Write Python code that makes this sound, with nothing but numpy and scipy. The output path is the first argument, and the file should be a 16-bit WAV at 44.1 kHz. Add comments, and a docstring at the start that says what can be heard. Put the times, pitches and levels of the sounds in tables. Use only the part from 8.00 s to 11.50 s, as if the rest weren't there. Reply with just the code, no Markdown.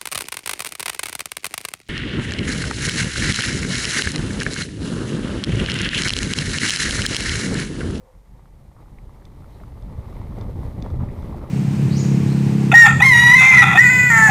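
"""A mountain bike gathers speed down a dirt trail in the woods, heard from the rider's chest.
Tyres roll and crunch over dirt, grit and dry leaves: random impacts and noise, filtered and swelling.
Stones and twigs pop, crumbs break and bumps knock as short damped rings; a hard part ticks, litter scuffs.
A low shudder comes late; buffeting wind is lumpy filtered noise, over hiss, a brief hum and a thin whine."""
import sys
import numpy as np
from scipy import signal
from scipy.fft import rfft, irfft
from scipy.io import wavfile

SR = 44100
rng = np.random.default_rng(int(sys.argv[2]) if len(sys.argv) > 2 else 0)


def transcribe(signal):
    """Save signal, clipped to [-1, 1], as a 16-bit WAV file at the path in sys.argv[1]."""
    frames = np.atleast_2d(signal).T
    limited = np.clip(frames, -1, 1)
    pcm = np.round(limited * 32767).astype(np.int16)
    wavfile.write(sys.argv[1], SR, pcm)


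N = 154350

# tyres on the ground: t/s, roll level/dB, crunch level/dB (before layer trims)
TYRE_LEVELS = [(0, -68, -64.5), (.25, -72.5, -65.5), (.4, -62.5, -62.5), (.7, -61.5, -64), (.8, -60, -61),
               (1.3, -55.5, -58.5), (1.5, -56.5, -56.5), (1.62, -53.5, -55.5), (1.8, -51.5, -55.5),
               (2.05, -48.5, -51), (2.2, -46.5, -50), (2.3, -47, -50.5), (2.43, -38.5, -47),
               (2.53, -41, -53.5), (2.66, -41, -47), (2.73, -46, -53), (2.85, -40.5, -45.5),
               (2.92, -42, -51.5), (3.03, -41, -50), (3.13, -41.5, -50), (3.19, -41.5, -47),
               (3.5, -41.5, -49.5)]
# crunching grit, relative density: f/Hz, level/dB
CRUNCH_SPECTRUM = [(300, -12), (650, -4), (880, 3.5), (1020, -3), (1170, -3), (1480, -15), (2050, -9.5),
                   (2750, -21), (3500, -21.5), (6000, -32.5), (12000, -64)]


def amp(db):
    """Decibels to gain."""
    return 10 ** (np.asarray(db) / 20)


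def unit(x):
    """Scales to rms 1."""
    return x / np.sqrt(np.mean(x ** 2) + 1e-20)


def level(table, axis=1):
    """Gain over time from one dB column, linear in dB between points."""
    rows = np.array(table)
    return amp(np.interp(np.arange(N) / SR, rows[:, 0], rows[:, axis]))


def add(mix, s, sound):
    """Mixes a sound in at time s, in place."""
    part = mix[max(round(s * SR), 0):][:len(sound)]
    part += sound[:len(part)]


def colour(x, points):
    """Minimum-phase filter with the given spectrum; rms 1."""
    hz, db = np.transpose(points)
    log_hz = np.log(abs(np.fft.fftfreq(N, 1 / SR)) + 1)
    log_gain = np.log(amp(np.interp(log_hz, np.log(hz), db)))
    # the Hilbert transform of log gain gives the minimum phase
    response = np.exp(np.conj(signal.hilbert(log_gain)))[:N // 2 + 1]
    return unit(irfft(rfft(x) * response, N))


def drift(rate_hz):
    """Smooth random wander, mostly near and below the given rate; rms 1."""
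    ratio = np.fft.rfftfreq(N, 1 / SR) / rate_hz
    return unit(irfft(rfft(rng.standard_normal(N)) * ratio * np.exp(-ratio ** 2), N))


def band(hz, width_hz):
    """Noise in one resonance; rms 1."""
    offset = (np.fft.rfftfreq(N, 1 / SR) - hz) / width_hz * 2
    return unit(irfft(rfft(rng.standard_normal(N)) / (1 + offset ** 2), N))


def grains(per_s, spread_db):
    """Random impacts, most small and a few large; rms 1."""
    size = amp(spread_db * np.minimum(rng.exponential(1, N), 4))
    sign = rng.choice([-1, 1], N)
    return unit(size * sign * (rng.random(N) < per_s / SR))


def snap(hz, cycles):
    """A short damped ring; its envelope reaches 1 after half the given cycles."""
    t = np.arange(2048) / SR
    age = t * hz / cycles * 2
    return age * np.exp(1 - age) * np.sin(2 * np.pi * hz * t)


def background():
    """Steady filtered hiss, a thin phase-wandering whine and an early hum of narrow-band noise."""
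    # relative density: f/Hz, level/dB
    hiss_spectrum = [(100, 8), (900, 7.5), (1400, 7.5), (2100, 7.5), (2800, 0.5), (3500, -1), (7000, 0),
                     (13500, -3), (15500, -14)]
    # hum, fading while the bike is slow: t/s, level/dB
    hum_levels = [(0, -58.5), (.13, -59), (.17, -68), (.33, -70), (.39, -64), (.45, -73), (.7, -97)]
    hiss_db, whine_db, whine_hz = -69.5, -88, 8613
    turn = 2 * np.pi * np.arange(N) / SR
    hiss = colour(rng.standard_normal(N), hiss_spectrum)
    hum = band(hz=515, width_hz=70) * level(hum_levels)
    whine = unit(np.sin(whine_hz * turn + 1.0 * drift(rate_hz=13)))
    return amp(hiss_db) * hiss + hum + amp(whine_db) * whine


def wind():
    """Buffets strike the microphone in lumps, over low eddies that grow less with the gusts."""
    # gusts before trim: t/s, level/dB
    gust_levels = [(0, -55.5), (.1, -62), (.15, -48), (.25, -55), (.32, -44.5), (.45, -50.5), (.54, -47),
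                   (.82, -47), (.95, -40.5), (1.18, -45.5), (1.4, -40.5), (1.6, -43), (1.71, -36.5),
                   (1.79, -38.5), (1.88, -32), (2.08, -34), (2.3, -30.5), (2.36, -34), (2.44, -31),
                   (2.5, -30.5), (2.56, -29.5), (2.67, -28), (2.73, -34), (2.81, -27.5), (2.88, -29.5),
                   (2.97, -25.5), (3.18, -31.5), (3.3, -29.5), (3.5, -35.5)]
    # relative densities: f/Hz, level/dB
    buffet_spectrum = [(15, -15.5), (30, -10), (70, -1.5), (130, -4.5), (180, -11.5), (300, -21.5),
                       (600, -36), (2000, -84)]
    eddy_spectrum = [(12, -11.5), (26, -9), (42, 2.5), (70, -11), (150, -49), (600, -91)]
    buffet_trim_db, eddy_db, eddy_growth = -0.57, -39, 0.65  # growth: exponent on gust gain
    gust = level(gust_levels)
    lumps = unit(amp(1.5 * drift(rate_hz=6.6)))
    buffets = colour(rng.standard_normal(N), buffet_spectrum) * lumps
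    eddies = colour(rng.standard_normal(N), eddy_spectrum)
    return amp(buffet_trim_db) * buffets * gust + amp(eddy_db) * eddies * unit(gust ** eddy_growth)


def shudder():
    """A rough patch shudders the bike: an unsteady low tone swells quickly, then releases slowly."""
    start_s, attack_s, fall_db_per_s = 2.905, 0.02, 42
    shudder_hz, shudder_db = 76, -22.5
    t = np.arange(N) / SR
    age = np.maximum(t - start_s, 0)
    swell = np.minimum(age / attack_s, 1) * amp(shudder_db - fall_db_per_s * age)
    tone = np.sin(2 * np.pi * shudder_hz * t + 0.81 * drift(rate_hz=14.8))
    return swell * unit(tone * amp(1.8 * drift(rate_hz=13)))


def knocks():
    """Wheels meet bumps: dull blows, each a heavily damped low ring."""
    # blows: t/s, level/dB, f/Hz
    blows = [(2.198, -29.5, 200), (2.304, -28.5, 165), (2.34, -31, 240), (2.424, -25.5, 170),
             (2.463, -28, 170), (2.558, -23, 150), (2.827, -23.5, 215), (2.84, -27.5, 260),
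             (2.865, -25.5, 175), (2.938, -28, 300), (2.957, -22.5, 110), (3.032, -19.5, 200),
             (3.244, -30, 370), (3.28, -30, 180)]
    out = np.zeros(N)
    for s, db, hz in blows:
        add(out, s, amp(db) * snap(hz, cycles=1.04))
    return out


def ticks():
    """A hard part strikes the bike with a dry click and short rattle, then lands again ringing."""
    # strikes before trim: t/s, level/dB
    strikes = [(1.2535, -39.5), (1.8245, -47), (2.3865, -45), (2.4118, -36), (2.8241, -31.5), (2.903, -46),
               (3.2235, -45)]
    # modes of the ticking part: f/Hz, relative level/dB, t60/s
    modes = [(2570, -10, .014), (3590, 4, .017), (4300, -3, .008), (5080, -2, .008), (5950, -3, .009),
             (7200, -13, .005)]
    # rattle, relative density: f/Hz, level/dB
    rattle_spectrum = [(1000, -12), (2600, -2), (4500, 0), (6200, 0), (8000, -8), (14000, -16)]
    trim_db, rebound_s, rebound_db = .5, .00084, -2
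    rattle_db, rattle_decay_s = -19, .003
    out, t = np.zeros(N), np.arange(2048) / SR
    ring = sum(amp(db - 60 * t / t60) * np.sin(2 * np.pi * hz * t) for hz, db, t60 in modes)
    ring = ring / abs(ring).max()
    rattle = colour(rng.standard_normal(N), rattle_spectrum)
    click = snap(hz=4100, cycles=1.1)
    for s, db in strikes:
        tail = amp(rattle_db) * rattle[round(s * SR):][:len(t)] * np.exp(-t / rattle_decay_s)
        add(out, s, amp(db + trim_db) * (click + tail))
        add(out, s + rebound_s, amp(db + trim_db + rebound_db) * ring)
    return out


def pops():
    """A stone or twig snaps under the tyre in a few cycles and scatters a little decaying grit."""
    # snaps before trim: t/s, level/dB, f/Hz, ring/cycles
    snaps = [(.151, -48, 950, 1.3), (.394, -44, 950, 2.2), (.457, -42, 1070, .7), (.715, -44.5, 800, 1.2),
             (.7657, -45, 980, 1.2), (.8835, -43.5, 990, 1.6), (.986, -42.5, 2130, 2.5),
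             (1.094, -41, 1000, 1.6), (1.2222, -48, 1700, 1.6), (1.4435, -43.5, 1310, 2.4),
             (1.602, -42, 1750, 1.3), (1.612, -40.5, 660, 2.2), (1.633, -40.5, 700, .8),
             (1.636, -35.5, 1150, 1.3), (1.7222, -42.5, 1500, .5), (1.9, -41, 1000, 1.5),
             (2.085, -38, 850, 1.2), (2.127, -41, 1100, 2), (2.167, -43, 2000, 3), (2.2155, -31, 915, 1.5),
             (2.323, -40, 1080, 2.5), (2.3835, -29, 640, 1.2), (2.411, -36, 1000, 2), (2.59, -30.5, 480, 1),
             (2.632, -33.5, 950, 1.3), (2.687, -38, 1050, 1.2), (2.845, -32, 800, .9),
             (2.8627, -27.5, 900, 1.5), (2.903, -39, 1250, 2), (2.9416, -32, 720, 1.2),
             (3.003, -35, 1100, 1), (3.036, -30, 850, 1.7), (3.088, -38.5, 1950, 2.2),
             (3.189, -37, 1150, 1.4), (3.229, -35, 1100, 2), (3.3265, -31.5, 1000, 1.6),
             (3.345, -30, 760, 1.7), (3.416, -35, 1100, .8)]
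    trim_db, grit_gain, grit_decay_s = -.5, .12, .008
    out, t = np.zeros(N), np.arange(2048) / SR
    grit = colour(rng.standard_normal(N), CRUNCH_SPECTRUM)
    for s, db, hz, cycles in snaps:
        scatter = grit[round(s * SR):][:len(t)] * np.exp(-t / grit_decay_s)
        add(out, s, amp(db + trim_db) * (snap(hz, cycles) + grit_gain * scatter))
    return out


def scuffs():
    """The tread slides over loose litter: band noise swells quickly and fades, with an uneven rasp."""
    # slides: t/s, length/s, level/dB, centre f/Hz, width/Hz
    slides = [(.04, .14, -63, 820, 450), (.76, .1, -58, 1050, 600), (1.51, .11, -70, 4050, 500),
              (2.995, .06, -44, 950, 700), (3.08, .05, -56, 2050, 800), (3.41, .085, -47, 1050, 500)]
    rasp_depth_db = 2
    out = np.zeros(N)
    for s, length_s, db, hz, width_hz in slides:
        swell = np.sin(np.pi * np.sqrt(np.linspace(0, 1, round(length_s * SR))))
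        rasp = unit(band(hz, width_hz) * amp(rasp_depth_db * drift(rate_hz=96)))
        add(out, s, amp(db) * swell * rasp[:len(swell)])
    return out


def clods():
    """Crumbs of dirt break under the tread: random impacts ring, each size at its own pitch."""
    low_hz, high_hz, sizes, cycles = 380, 1200, 10, 1.6
    total_per_s, spread_db, trim_db = 190, 1.6, -2.8
    crumbs = np.zeros(N)
    for hz in np.geomspace(low_hz, high_hz, sizes):
        impacts = grains(total_per_s / sizes, spread_db)
        crumbs += signal.oaconvolve(impacts, snap(hz, cycles))[:N]
    return amp(trim_db) * unit(crumbs) * level(TYRE_LEVELS, axis=2)


def tyres():
    """Knobs thud on dirt, grit crunches in clumps, leaves crackle; shared random bumps press all three."""
    # relative densities: f/Hz, level/dB
    roll_spectrum = [(90, -29.5), (200, 4.5), (300, 0.5), (470, -3), (570, -1.5), (690, -10.5),
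                     (900, -18.5), (1400, -25), (3000, -70)]
    leaf_spectrum = [(1200, -12), (2800, -2), (3800, 1.5), (4700, -2), (7200, -7), (10200, -4), (11500, -7),
                     (13300, -3), (15500, -14)]
    # dry leaves before trim: t/s, level/dB
    leaf_levels = [(0, -77), (.7, -75), (.9, -73), (1.35, -71), (1.55, -66.5), (1.72, -69), (2.03, -67.5),
                   (2.15, -63.5), (2.25, -67), (2.38, -64), (2.52, -66), (2.65, -61.5), (2.77, -66),
                   (2.9, -65), (3.1, -66), (3.21, -62.5), (3.5, -66)]
    roll_trim_db, crunch_trim_db, leaf_trim_db = 0.5, -1, 0.5
    bumps = drift(rate_hz=15.5)

    roll_swell = unit(amp(1.76 * bumps + 0.74 * drift(rate_hz=19.0)))
    roll = colour(grains(per_s=1200, spread_db=2.5), roll_spectrum) * roll_swell

    grit = grains(per_s=900, spread_db=1.5) + 1.1 * rng.standard_normal(N)
    clumps = amp(1.0 * bumps + 0.74 * drift(rate_hz=64))
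    crunch = colour(grit * clumps, CRUNCH_SPECTRUM)

    crackle = grains(per_s=1400, spread_db=2) + 1.2 * rng.standard_normal(N)
    leaves = colour(crackle, leaf_spectrum) * unit(amp(.7 * bumps))

    out = amp(roll_trim_db) * roll * level(TYRE_LEVELS)
    out += amp(crunch_trim_db) * crunch * level(TYRE_LEVELS, axis=2)
    out += amp(leaf_trim_db) * leaves * level(leaf_levels)
    return out


def scene():
    """Everything summed at one microphone."""
    surroundings = background() + wind()
    bike = shudder() + knocks() + ticks()
    ground = pops() + scuffs() + clods() + tyres()
    return (surroundings + bike + ground)[None]


def record(dry):
    """The recorder's band limit: a linear-phase low-pass."""
    edge_hz = 15600
    low_pass = signal.firwin(511, edge_hz, window=("kaiser", 9), fs=SR)
    return signal.oaconvolve(dry, low_pass[None], "same")


dry = scene()
out = record(dry)
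transcribe(out)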